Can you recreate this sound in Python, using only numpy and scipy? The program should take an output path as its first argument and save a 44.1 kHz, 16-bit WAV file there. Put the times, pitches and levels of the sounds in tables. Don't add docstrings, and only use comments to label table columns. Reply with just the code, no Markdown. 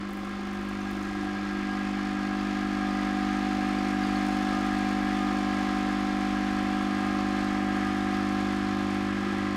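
import sys
import numpy as np
from scipy import signal
from scipy.fft import rfft, irfft, next_fast_len
from scipy.io import wavfile
from scipy.ndimage import uniform_filter1d

SR = 44100
rng = np.random.default_rng(int(sys.argv[2]) if len(sys.argv) > 2 else 0)


def put_to_file(sound):
    columns = np.atleast_2d(sound).T
    safe = np.clip(columns, -1, 1)
    whole_steps = np.round(safe * 32767)
    wavfile.write(sys.argv[1], SR, whole_steps.astype(np.int16))


N = 421596
TIME = np.arange(N) / SR
MAINS_HZ = 50.0138

STRONG_ORDERS = (1, 2, 4, 5, 6, 7, 15)
# time_s, level_db
EFFORT = [(0, -8), (0.5, -5.5), (1.2, -3.5), (2.4, -1.5), (3.3, 0.1), (4.4, 0.5), (7, -0.33), (8.3, -0.8),
          (9.56, -2.5)]
# centre_hz, width_hz, gain_db
METAL_MODES = [(3520, 120, 3), (4240, 130, 2), (5010, 120, 2), (5600, 150, -0.5), (5810, 200, -5),
               (6610, 130, 2), (7340, 140, 3.5), (8250, 140, 4.5), (9300, 370, 5), (10200, 130, -2),
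               (10860, 140, 4), (11400, 140, 4), (12680, 380, 9), (13650, 240, 6)]


def gain_of(db):
    return np.exp(np.asarray(db) * (np.log(10) / 20))


def unit_rms(x):
    return x / np.sqrt(np.mean(x ** 2) + 1e-20)


def curve(rows):
    return np.interp(TIME, *np.transpose(rows))


def at_frequency(rows, hz):
    table_hz, values = np.transpose(rows)
    return np.interp(np.log(hz + 1), np.log(table_hz + 1), values)


def spell(centre_s, half_s):
    return np.exp(-((TIME - centre_s) / half_s) ** 2)


def drift(per_s):
    points = uniform_filter1d(rng.standard_normal(4000), 3)
    return unit_rms(np.interp(TIME * per_s, np.arange(len(points)), points))


def add(mix, start_s, sound):
    part = mix[max(round(start_s * SR), 0):][:len(sound)]
    part += sound[:len(part)]


def coloured(x, spectrum, modes=()):
    size = next_fast_len(N)
    hz = np.fft.rfftfreq(size, 1 / SR)
    peaks_db = sum(db / (1 + (2 * (hz - centre) / width) ** 2) for centre, width, db in modes)
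    return irfft(rfft(x, size) * gain_of(at_frequency(spectrum, hz) + peaks_db), size)[:N]


def kitchen(x, wet_db):
    # frequency_hz, t60_s
    decay_times = [(200, 0.37), (2000, 0.54), (8000, 0.61), (16000, 0.73)]
    hz, t, bands = signal.stft(rng.standard_normal(SR // 2), SR, nperseg=256)
    decay = gain_of(-60 * t / at_frequency(decay_times, hz)[:, None])
    tail = signal.istft(bands * decay, SR, nperseg=256)[1]
    wet = signal.fftconvolve(x, tail / np.linalg.norm(tail))[:N]
    return (x + gain_of(wet_db) * wet) / np.hypot(1, gain_of(wet_db))


def driven_db(full_db, db_per_effort_db, loose_db, seated_s=1.6, seating_s=.33):
    looseness = np.clip((seated_s - TIME) / seating_s, 0, 1)
    return full_db + db_per_effort_db * curve(EFFORT) + loose_db * looseness


def hum(cycles, dispersion_rad=.13, resonant_order=5, bend_rad=.5, yields_s=6):
    # full_db, db_per_effort_db, loose_db, yield_db_per_s, waver_db
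    harmonics = [(-47.5, 1, 1.2, -0.1, 0.1), (-50, 1.2, 4.5, 2.5, 0.8), (-32, 0.37, -1.5, 0.1, 0.3),
                 (-35, 1.67, -0.7, 0.16, 0.07), (-33.5, 1.25, -1.5, 0.5, 0.2),
                 (-43.5, 0.83, 2.5, 1.86, 0.6), (-38, 3, -1, 0.5, -0.13)]
    # centre_s, half_s, order, gain_db
    stumbles = [(.38, 0.12, 6, -15), (.85, .18, 5, 1.5), (1.122, .07, 5, -15), (1.218, 0.059, 6, 5.5),
                (1.26, .04, 15, 8), (1.41, 0.1, 5, -19.5), (1.41, .05, 7, -5), (1.58, .08, 7, 5.5),
                (6.98, .1, 1, -6), (9.22, 0.099, 6, -4.5), (9.236, 0.16, 15, -9)]
    angle, out = 2 * np.pi * cycles, np.zeros(N)
    yielding_s = np.maximum(TIME - yields_s, 0)
    for order, (*drive, yield_db_per_s, waver_db) in zip(STRONG_ORDERS, harmonics):
        level_db = driven_db(*drive) + yield_db_per_s * yielding_s + waver_db * drift(14)
        level_db += sum(db * spell(s, half_s) for s, half_s, k, db in stumbles if k == order)
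        if order == STRONG_ORDERS[-1]:
            phase = bend_rad * np.sin(angle)
        else:
            phase = dispersion_rad * (order - resonant_order) ** 2
        out += gain_of(level_db) * np.cos(order * angle + phase)
    return np.sqrt(2) * out


def buzz(cycles, scatter_db=4., wander=.16, size=4096):
    # order, level_db
    clear_lines = [(3, -59), (8, -50.5), (9, -56.5), (10, -58.5), (11, -48.5), (12, -54.5), (13, -59),
                   (17, -69), (18, -81), (19, -58), (20, -51.5), (21, -43.5), (22, -56.5), (23, -48),
                   (24, -50.5), (25, -57), (26, -48.5), (27, -48.5), (28, -61), (29, -78), (30, -59),
                   (31, -53.5), (32, -56), (33, -53.5), (34, -53.5), (35, -48.5), (36, -56), (37, -70),
                   (38, -75), (39, -52.5), (42, -55.5), (44, -54), (53, -60), (60, -61.5), (62, -58.5),
                   (64, -57.5), (67, -61.5), (68, -63), (73, -76), (86, -64.5), (96, -69.5)]
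    # frequency_hz, level_db
    faint_lines = [(2000, -72), (2600, -65), (3200, -63.8), (4000, -73.5), (5200, -74), (7000, -87),
                   (10000, -86)]
    # time_s, gain_db
    load = [(0, -10.5), (1, -8.5), (1.6, -7), (2.2, -6), (2.8, -5.5), (3.3, -6), (4.2, -4), (6.5, -2.5),
            (8.5, -3), (9.1, -2.5), (9.56, -2)]
    orders = np.arange(1, 200)
    db = at_frequency(faint_lines, orders * MAINS_HZ) + scatter_db * rng.standard_normal(len(orders))
    for order, line_db in clear_lines:
        db[round(order) - 1] = line_db
    amplitudes = gain_of(db) * ~np.isin(orders, STRONG_ORDERS)

    def strokes():
        phasors = np.exp(2j * np.pi * rng.random(len(orders)))
        shape = irfft(np.r_[0, amplitudes * phasors], size) * size / np.sqrt(2)
        return np.interp(cycles % 1 * size, np.arange(size + 1), np.r_[shape, shape[0]])

    clatter = strokes() + wander * (drift(2.75) * strokes() + drift(12) * strokes())
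    return gain_of(curve(load)) * clatter


def ring(x, hz, width_hz):
    radius = np.exp(-np.pi * 1.5 * width_hz / SR)
    poles = [1, -2 * radius * np.cos(2 * np.pi * hz / SR), radius ** 2]
    once = signal.lfilter([1, 0, -1], poles, x)
    return unit_rms(signal.lfilter([1, 0, -1], poles, once))


def knocks(cycles, modes, limp, jitter_s):
    landings = np.flatnonzero(np.diff(np.floor(cycles)) > 0)
    out = np.zeros(N)
    for hz, width_hz, db in modes:
        force, lateness = rng.standard_normal((2, len(landings)))
        bounce = np.tanh(2 * drift(4.15)[landings]) * (-1) ** np.arange(len(landings))
        hits = np.clip(landings + (jitter_s * SR * lateness).astype(int), 0, N - 1)
        blows = np.zeros(N)
        blows[hits] = force + limp * bounce
        out += gain_of(db) * ring(blows, hz, width_hz)
    return out


def rattle(cycles, falter_db=5., sing_db=3.5):
    # centre_hz, width_hz, level_db
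    mount_modes = [(317.7, 50, 2.5), (215, 26, -10)]
    tray_modes = [(1225, 11, 0)]
    wand_modes = [(1636, 15, 0)]
    panel_modes = [(743, 69, -3.5), (775.6, 32, -3.5), (578, 26, -23), (979, 17, -14), (1118, 110, -7.5),
                   (1310, 25, -7), (1374, 27, -11.5), (1656, 190, -12.5), (1979, 55, -10), (2152, 10, -13)]
    # full_db, db_per_effort_db, loose_db, chatter_share, waver_db
    mount_shake = (-49.5, 0.2, 5.5, 0.25, 1.)
    tray_shake = (-49.5, 1., -1., 0.7, 1.5)
    wand_shake = (-45, 1.1, 0.5, 0.16, .5)
    panel_shake = (-44.5, 0.4, 0.5, 0.21, 0.1)
    # centre_s, half_s, gain_db
    chatters = [(1.75, .08, 7.5), (2.3, 0.17, 5), (2.894, 0.37, 8), (4.55, 0.14, 10), (5.242, .1, 16),
                (5.56, 0.13, 11), (5.9, 0.062, 6), (7.047, 0.24, 10), (7.797, 0.19, 12), (8.147, 0.066, 10),
                (9.3, 0.15, 13.5)]
    # centre_s, half_s
    singing = (1.7, 0.72)
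    falter = (9.26, .16)
    chatter_db = sum(db * spell(s, half_s) for s, half_s, db in chatters)

    def loose_part(modes, shake, limp, jitter_s, compression):
        *drive, chatter_share, waver_db = shake
        level_db = driven_db(*drive) + chatter_share * chatter_db + waver_db * drift(9)
        ringing = knocks(cycles, modes, limp, jitter_s)
        swing = np.sqrt(abs(uniform_filter1d(ringing ** 2, 3500)) + 1e-6)
        return gain_of(level_db) * unit_rms(ringing / swing ** compression)

    mount = loose_part(mount_modes, mount_shake, limp=.79, jitter_s=.00033, compression=.4)
    tray = loose_part(tray_modes, tray_shake, limp=1.5, jitter_s=.00003, compression=.59)
    wand = loose_part(wand_modes, wand_shake, limp=.71, jitter_s=.00003, compression=.71)
    panels = loose_part(panel_modes, panel_shake, limp=.67, jitter_s=.00005, compression=.96)
    wand *= gain_of(sing_db * spell(*singing))
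    mount *= gain_of(falter_db * spell(*falter))
    return mount + tray + wand + panels


def rasp(cycles, level_db=-40.5, depth=.37, crest_cycles=.12, split_hz=4500):
    # frequency_hz, density_db
    spectrum = [(200, -6), (420, -12.5), (620, -13.5), (860, -3), (1100, 1), (1600, 3.5), (2400, 0.5),
                (3200, -5.5), (4600, -9.5), (6000, -12.5), (8000, -22.5), (10500, -30), (13000, -36),
                (15700, -41)]
    effort_db = curve(EFFORT)
    water = kitchen(rng.standard_normal(N), wet_db=-4.5)
    bass = signal.filtfilt(*signal.butter(1, split_hz, fs=SR), water)
    swell = unit_rms(np.exp(2 * np.cos(2 * np.pi * (cycles - crest_cycles))))
    treble_gain = gain_of(.41 * effort_db) + depth * (swell - swell.mean())
    hiss = coloured(bass + treble_gain * (water - bass), spectrum, METAL_MODES)
    return gain_of(level_db + .76 * effort_db + .5 * drift(40)) * unit_rms(hiss)


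def spray(cycles, gain_db=4., uneven_db=6., grain_db=2.):
    # delay_cycles, rise_cycles, level_db
    valves = [(.04, 0.068, -8.5), (.73, 0.046, -3)]
    # time_s, level_db
    levels = [(0, -70), (1.2, -70.5), (1.6, -87), (3.3, -75), (4.1, -64), (5.6, -69.5), (6.3, -69),
              (8.5, -67), (9.3, -70)]
    # frequency_hz, density_db
    spectrum = [(3000, -20), (6000, 13.5), (9400, 7), (10700, 2), (13000, -3), (15700, -9)]
    puffs = np.zeros(N)
    for delay, rise, db in valves:
        stroke, phase = np.divmod(cycles + 2 - delay, 1)
        strength_db = db + uneven_db * np.clip(rng.standard_normal(600), -2, 2)[stroke.astype(int)]
        puffs += gain_of(strength_db) * np.sqrt(phase / rise) * np.exp(-phase / rise / 2)
    grains = puffs * gain_of(grain_db * drift(200)) * rng.standard_normal(N)
    hiss = coloured(kitchen(grains, wet_db=-2), spectrum, METAL_MODES)
    return gain_of(gain_db + curve(levels)) * unit_rms(hiss)


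def room_tone(level_db=-50.):
    # frequency_hz, density_db
    spectrum = [(8, -17), (25, 6.5), (40, 0), (75, -1.5), (130, -6.5), (200, -10), (500, -5.5), (2000, -22),
                (15000, -54)]
    return gain_of(level_db) * unit_rms(coloured(rng.standard_normal(N), spectrum))


def spits(gain_db=-1.6, t60_s=.034, band_hz=(8500, 15000)):
    # start_s, level_db
    bursts = [(0.0907, -48), (0.1301, -43), (0.1705, -45), (0.2518, -53), (0.4698, -51.5), (0.5302, -48),
              (0.6095, -52), (0.6504, -50.5), (0.6908, -50), (0.9093, -41.5), (1.0106, -51), (1.1304, -58)]
    t, out = np.arange(SR // 10) / SR, np.zeros(N)
    bright = signal.butter(2, band_hz, "bandpass", fs=SR)
    for start_s, db in bursts:
        spit = signal.lfilter(*bright, rng.standard_normal(len(t)) * gain_of(-60 * t / t60_s))
        add(out, start_s, gain_of(db + gain_db) * spit / abs(spit).max())
    return kitchen(out, wet_db=-3)


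def drops(gain_db=-5., rise_s=.001, glide_per_s=12.):
    # start_s, level_db, pitch_hz
    falls = [(.8175, -37, 6070), (2.3994, -34, 4650), (2.9083, -32, 4640), (3.7858, -30, 4550),
             (4.0367, -28, 4570), (4.0955, -34, 4550), (4.1574, -27, 4300), (4.4887, -37, 4030),
             (6.9456, -35, 4490), (8.1409, -31, 4670)]
    t, out = np.arange(SR // 50) / SR, np.zeros(N)
    envelope = t / rise_s * np.exp(1 - t / rise_s)
    for start_s, db, hz in falls:
        tone = np.sin(2 * np.pi * hz * t * (1 + glide_per_s * t / 2))
        add(out, start_s, gain_of(db + gain_db) * envelope * tone)
    return kitchen(out, wet_db=-1.5)


def trickle(bubbles_per_s=45., low_hz=388., high_hz=700., t60_s=.064, glide_per_s=3.7):
    # time_s, level_db
    flow = [(0, -85), (3.2, -77), (3.6, -55), (4.5, -54), (6.5, -58), (9.56, -68)]
    t, out = np.arange(SR // 16) / SR, np.zeros(N)
    for k, (lateness, pitch, strength) in enumerate(rng.random((900, 3))):
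        start_s = (k + 4 * lateness) / bubbles_per_s
        if start_s < TIME[-1]:
            hz = low_hz * (high_hz / low_hz) ** pitch
            tone = np.sin(2 * np.pi * hz * t * (1 + glide_per_s * t / 2))
            envelope = gain_of(-60 * t / t60_s) * (1 - np.exp(-t * hz))
            add(out, start_s, (.4 + strength) * envelope * tone)
    return gain_of(curve(flow)) * unit_rms(out)


def scene():
    # time_s, phase_cycles
    landing = [(0, .575), (1.8, .555), (3, .535), (4.5, .515), (7, .52), (9.56, .545)]
    cycles = MAINS_HZ * TIME - curve(landing)
    pump = hum(cycles) + buzz(cycles) + rattle(cycles)
    water = rasp(cycles) + spray(cycles) + spits()
    cup = trickle() + drops()
    return (pump + water + cup + room_tone())[None]


def record(dry):
    cutoff_hz = 15720
    lowpass = signal.firwin(1023, cutoff_hz, window=("kaiser", 10), fs=SR)
    return signal.oaconvolve(dry, lowpass[None], "same")


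dry = scene()
out = record(dry)
put_to_file(out)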